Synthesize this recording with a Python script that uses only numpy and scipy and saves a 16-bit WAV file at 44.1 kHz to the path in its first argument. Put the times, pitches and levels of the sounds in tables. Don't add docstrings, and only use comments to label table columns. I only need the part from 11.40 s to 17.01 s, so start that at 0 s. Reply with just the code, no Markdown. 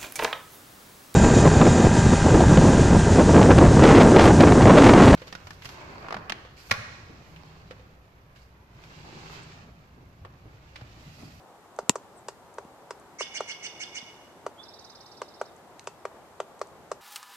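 import sys
import numpy as np
from scipy import signal
from scipy.fft import rfft, irfft
from scipy.io import wavfile
from scipy.ndimage import uniform_filter1d

SR = 44100
rng = np.random.default_rng(int(sys.argv[2]) if len(sys.argv) > 2 else 0)


def store_wav(level_fs):
    pcm = np.round(np.clip(np.atleast_2d(level_fs), -1, 1) * 32767)
    wavfile.write(sys.argv[1], SR, pcm.T.astype(np.int16))


N = 247401
TIME = np.arange(N) / SR
HZ = np.maximum(np.fft.rfftfreq(N, 1 / SR), 1)
SIDES = np.array([[1], [-1]])


def undb(db):
    return 10 ** (np.asarray(db) / 20)


def unit(x):
    return x / np.sqrt(np.mean(x ** 2))


def fade(t, t60):
    return np.exp(-np.log(1000) * t / t60)


def swell(t, attack, release):
    return np.clip(np.minimum(t / attack, (t[-1] - t) / release), 0, 1)


def add(out, s, x):
    i = int(s * SR)
    out[..., i:i + x.shape[-1]] += x[..., :N - i]


def spectrum(points):
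    hz, value = np.transpose(points)
    return np.interp(np.log(HZ), np.log(hz), value)


def band(x, lo_hz, hi_hz, order=2):
    return signal.sosfilt(signal.butter(order, [lo_hz, hi_hz], "band", fs=SR, output="sos"), x)


def wander(rate, size):
    samples = np.arange(size)
    return np.interp(samples * rate / SR, samples, rng.standard_normal(size)) * np.sqrt(3 / 2)


def tone(hz):
    return np.sqrt(2) * np.sin(2 * np.pi * np.cumsum(hz) / SR)


def place(x, pan_db, lag_ms):
    lag = np.exp(-1j * np.pi * HZ * SIDES * lag_ms / 1000)
    return irfft(rfft(x) * undb(pan_db * SIDES / 2) * lag, N)


def woods(x, near_db, near_t60, far_db, far_t60):
    t = TIME[:SR]
    echoes = rng.standard_normal((2, 2, SR)) * undb(2.9 * rng.standard_normal((2, 1, SR)))
    near = echoes[0] * fade(t, near_t60) * (t > .002)
    far = band(echoes[1], 250, 5260) * fade(t, far_t60) * undb(2.4 * wander(58, SR)) * (t > .012)
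    mid, side = (undb(near_db) * unit(near) + undb(far_db) * unit(far)) / np.sqrt(SR)
    side = band(side, 1800, 16000, order=1)
    return x + signal.fftconvolve(x[None], (mid + side * SIDES) / np.sqrt(2), axes=1)[:, :N]


# frequency in Hz, relative spectral density in dB.
AIR_SPECTRUM = [(20, -15), (40, -15), (60, -8.5), (125, -5.5), (231, -5.5), (282, -5.5), (351, -2),
                (500, -4), (850, -2), (1300, -10), (2540, -23), (5700, -28.5), (7500, -27.5), (10000, -32),
                (14000, -34)]
# frequency in Hz, side minus mid in dB.
AIR_WIDTH = [(40, -20), (120, -6.5), (530, -12.5), (950, -11.5), (1600, -3), (2800, 1.5), (8000, 0)]


def distant_road(settled_db=-51.5, rise_db=1.53, rise_s=1.6):
    mid, side = rfft(rng.standard_normal((2, N)))
    air = (mid + side * SIDES * undb(spectrum(AIR_WIDTH))) * undb(spectrum(AIR_SPECTRUM))
    roar = air / (1 + (HZ / 2000) ** 4)
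    out = irfft(air - roar, N)
    octave = np.clip(np.log2(HZ / 64), 0, 5)
    for k in range(6):
        roar_band = irfft(roar * np.maximum(1 - abs(octave - k), 0), N)
        out += roar_band * undb(1.1 * wander(9, N))
    level_db = settled_db - rise_db * np.exp(-TIME / rise_s)
    return unit(out) * undb(level_db + .5 * SIDES)


def splinter(lo_hz, hi_hz, t60):
    t = TIME[:int(SR / 20)]
    grains = rng.standard_normal(len(t)) * undb(2.38 * rng.standard_normal(len(t)))
    burst = band(grains * fade(t, t60), lo_hz, hi_hz, order=3)
    return burst / np.sqrt(np.sum(burst ** 2) / (.016 * SR))


# time of the blow in seconds, its strength in dB, the first touch
# against the blow in dB, then relative levels of the crack and of the splinters in dB.
PECKS_ON_FIR = [(0.3895, -8.5, -4.5, -51.5, -47.5), (0.5577, -13, -8.5, -53, -45),
                (0.8863, -19, -10, -45.5, -44), (1.185, -18, -10, -54, -55),
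                (1.5090, -19.5, -8.5, -48, -48), (1.8096, -14.5, -7, -53, -46),
                (2.007, -9, -6.5, -42.5, -50), (3.0658, -10.5, -8.5, -48.5, -50.5),
                (3.8190, -16.5, -7.5, -44, -49), (4.0149, -8, -4.5, -44.5, -50),
                (4.474, -17.5, -18, -42.5, -45.5), (4.654, -14, -5, -41.5, -53.5),
                (5.0031, -10, -4.5, -42, -48), (5.216, -12.5, -3, -48, -46.5),
                (5.5175, -12.5, -3.5, -47.5, -45)]
# frequency in Hz, relative level in dB, time to fall 60 dB in seconds.
TRUNK_MODES = [(400.7, -18, 0.034), (492, -45, .035), (623, -4.5, 0.0086), (956, -13.5, 0.024),
               (1105, -8.5, 0.013), (1340, -21.5, 0.028)]
# start in seconds, level in dB, dull part against bright part in dB.
BARK_FLAKES = [(.363, -63, -9), (1.141, -63, -17), (1.598, -65, -12.5), (4.163, -66.5, -13.5),
               (4.395, -59, 9), (4.442, -66, -3), (5.193, -62, -3), (5.271, -65, -9)]


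def woodpecker(lead_s=.00115, quickening_db=24, hardness_hz=470, softening_db=6.5):
    knocks, bark, t = np.zeros(N), np.zeros(N), TIME[:4096]
    hz = np.fft.rfftfreq(len(t), 1 / SR)
    trunk = rfft(sum(undb(db) * np.sin(2 * np.pi * f * t) * fade(t, t60) for f, db, t60 in TRUNK_MODES))
    for s, blow_db, touch_db, crack_db, splinter_db in PECKS_ON_FIR:
        touch_s = s - lead_s * 2 ** (-blow_db / quickening_db)
        corner_hz = hardness_hz * 2 ** (-blow_db / softening_db)
        knock = -undb(blow_db) * irfft(trunk / (1 + 1j * hz / corner_hz) ** 2)
        add(knocks, touch_s, undb(touch_db) * knock)
        add(knocks, s, knock)
        tip_snap = undb(splinter_db - 18.5) * splinter(1970, 12500, t60=.0042)
        crack = undb(crack_db - 2) * splinter(940, 3100, t60=.025)
        splinters = undb(splinter_db - .5) * splinter(4190, 8160, t60=.033)
        add(bark, touch_s, tip_snap + crack + splinters)
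    for s, db, dull_db in BARK_FLAKES:
        bright = splinter(6200, 9000, t60=.018)
        dull = undb(dull_db) * splinter(1600, 5900, t60=.0064)
        add(bark, s, undb(db) * (bright + dull))
    knocks = signal.sosfilt(signal.ellip(4, .3, 25, 386, "high", fs=SR, output="sos"), knocks)
    knocks = woods(knocks, near_db=-6, near_t60=.03, far_db=-21, far_t60=.95)
    bark = woods(bark, near_db=-12, near_t60=.14, far_db=-22.5, far_t60=.23)
    return knocks + place(bark, pan_db=-3, lag_ms=.027)


# start in seconds, peak level in dB.
MIC_BUMPS = [(0.429, -45), (1.248, -41.5), (2.625, -43.5)]
# frequency in Hz, level in dB, time to fall 60 dB in seconds,
# left minus right in dB.
MIC_MODES = [(219, -7, 0.015, 0), (432, -13.5, 0.013, -12), (988, -11.5, 0.015, 5.5),
             (1360, -27.5, 0.016, 16), (1910, -21, 0.019, 2), (2630, -5, 0.005, 4.5),
             (3900, -9, 0.0044, -4), (4520, -15, 0.0095, 0), (5790, -16, 0.008, -15), (6430, -7, 0.0041, 6),
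             (7345, 3, 0.00224, 16), (7100, -27, .026, 6.5), (9770, -35, 0.005, 40),
             (13400, -29.5, 0.0047, -5)]


def microphone_handling(click_s=.4949):
    out, t = np.zeros((2, N)), TIME[:4096]
    ring = sum((-1) ** k * undb(db + pan_db * SIDES / 2) * np.sin(2 * np.pi * hz * t) * fade(t, t60)
               for k, (hz, db, t60, pan_db) in enumerate(MIC_MODES))
    ring = band(ring, 150.1, 15200, order=3)
    add(out, click_s, ring)
    thud = band(ring.mean(axis=0), 110, 260, order=1)
    for s, db in MIC_BUMPS:
        add(out, s, undb(db) * thud / np.abs(thud).max())
    direct = out.mean(axis=0)
    echoes = woods(direct, near_db=-16.5, near_t60=.05, far_db=-41.5, far_t60=.62) - direct
    return out + echoes


def whistle(length_s, pitches_hz, rough, attack, release):
    progress = np.linspace(0, 1, int(length_s * SR))
    arch_hz = np.polyval(np.polyfit([0, .5, 1], pitches_hz, 2), progress)
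    jitter = 1 + rough * wander(820, len(progress))
    return tone(arch_hz * jitter) * swell(progress, attack, release)


# start and length in seconds, first, middle and last pitch in Hz, level in dB.
SINGLE_NOTES = [(3.172, 0.049, 3020, 3450, 3480, -49.5), (.752, 0.046, 7400, 8200, 6300, -58.5)]
# delay and length in seconds, first, middle and last pitch in Hz, relative level in dB.
TRILL_SYLLABLE = [(.003, 0.013, 3460, 5470, 5700, -2.5), (.007, .014, 3540, 4910, 5200, -2.5),
                  (0.02, .032, 4050, 3750, 3600, -11.5)]


def songbirds(trill_s=3.2265, syllables=16, gap_s=.0518, slowing_s=.0002, trill_db=-51, fade_db=7.5):
    out = np.zeros(N)
    for s, length_s, *pitches_hz, db in SINGLE_NOTES:
        add(out, s, undb(db) * whistle(length_s, pitches_hz, rough=.02, attack=.55, release=.25))
    for k in range(syllables):
        s = trill_s + gap_s * k + slowing_s * k ** 2
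        level_db = trill_db - fade_db * (k / syllables) ** 2
        for delay_s, length_s, *pitches_hz, db in TRILL_SYLLABLE:
            glide = whistle(length_s, pitches_hz, rough=.035, attack=.18, release=.17)
            add(out, s + delay_s, undb(level_db + db) * glide)
    out = woods(out, near_db=-4, near_t60=.031, far_db=-9, far_t60=.58)
    return place(out, pan_db=-5.5, lag_ms=-.072)


def ground_bounce(x, echo_db, delay_ms):
    return irfft(rfft(x) * (1 + undb(echo_db) * np.exp(-2j * np.pi * HZ * delay_ms / 1000)), N)


# start in seconds, relative level in dB.
JAY_NOTES = [(1.783, -31.5), (1.935, -33), (2.074, -34.5), (2.223, -34.5), (2.391, -34.5), (2.539, -35.5)]
# start as a share of the note, lower and upper voice in Hz.
JAY_PITCH_STEPS = [(0, 2188, 6105), (.48, 2891, 5602), (0.798, 3480, 4750)]


def jay(note_s=.055, slide_s=.0048):
    out, n = np.zeros(N), int(note_s * SR)
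    progress = np.arange(n) / n
    share, lower_hz, upper_hz = np.transpose(JAY_PITCH_STEPS)
    step = np.searchsorted(share[1:], progress)
    low_hz = uniform_filter1d(lower_hz[step], int(slide_s * SR))
    high_hz = uniform_filter1d(upper_hz[step], int(slide_s * SR))
    loudness = swell(TIME[:n], attack=.017, release=.0091)
    effort = np.sin(np.pi * progress)
    for s, db in JAY_NOTES:
        low = tone(low_hz * (1 + .028 * wander(1773, n))) * undb(2 * wander(940, n))
        high = tone(high_hz * (1 + .069 * wander(2600, n))) * undb(2 * wander(854, n))
        rasp = unit(band(rng.standard_normal(n), 3900, 8900, order=5)) * undb(2 * wander(664, n))
        growl = unit(band(rng.standard_normal(n), 1490, 2650, order=3))
        voices = loudness * (undb(-7.5) * low + undb(-11.5) * high)
        noise = effort * (undb(-15.5) * rasp + undb(-10) * growl)
        add(out, s, undb(db) * (voices + noise))
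    out = ground_bounce(band(out, 1650, 9300, order=3), echo_db=-8, delay_ms=1.38)
    out = woods(out, near_db=-2, near_t60=.081, far_db=-8.5, far_t60=.91)
    return place(out, pan_db=-7, lag_ms=.13)


# frequency in Hz, left minus right in dB.
PORT_BALANCE = [(600, -1), (1200, 0.5), (2400, 9), (3500, -0.5), (4400, -2), (5600, -3), (6500, -7),
                (7600, 13), (8700, 11.5), (10500, 11.5), (14000, 13)]


def microphone_ports(x):
    return irfft(rfft(x) * undb(spectrum(PORT_BALANCE) * SIDES / 2), N)


def scene():
    birds = woodpecker() + jay() + songbirds()
    return microphone_ports(birds) + microphone_handling() + distant_road()


def record(dry):
    clipped = np.clip(dry, -1, 1)
    low_cut = signal.sosfilt(signal.butter(2, 45, "high", fs=SR, output="sos"), clipped)
    return signal.sosfilt(signal.ellip(8, .2, 70, 14300, fs=SR, output="sos"), low_cut)


dry = scene()
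out = record(dry)
store_wav(out)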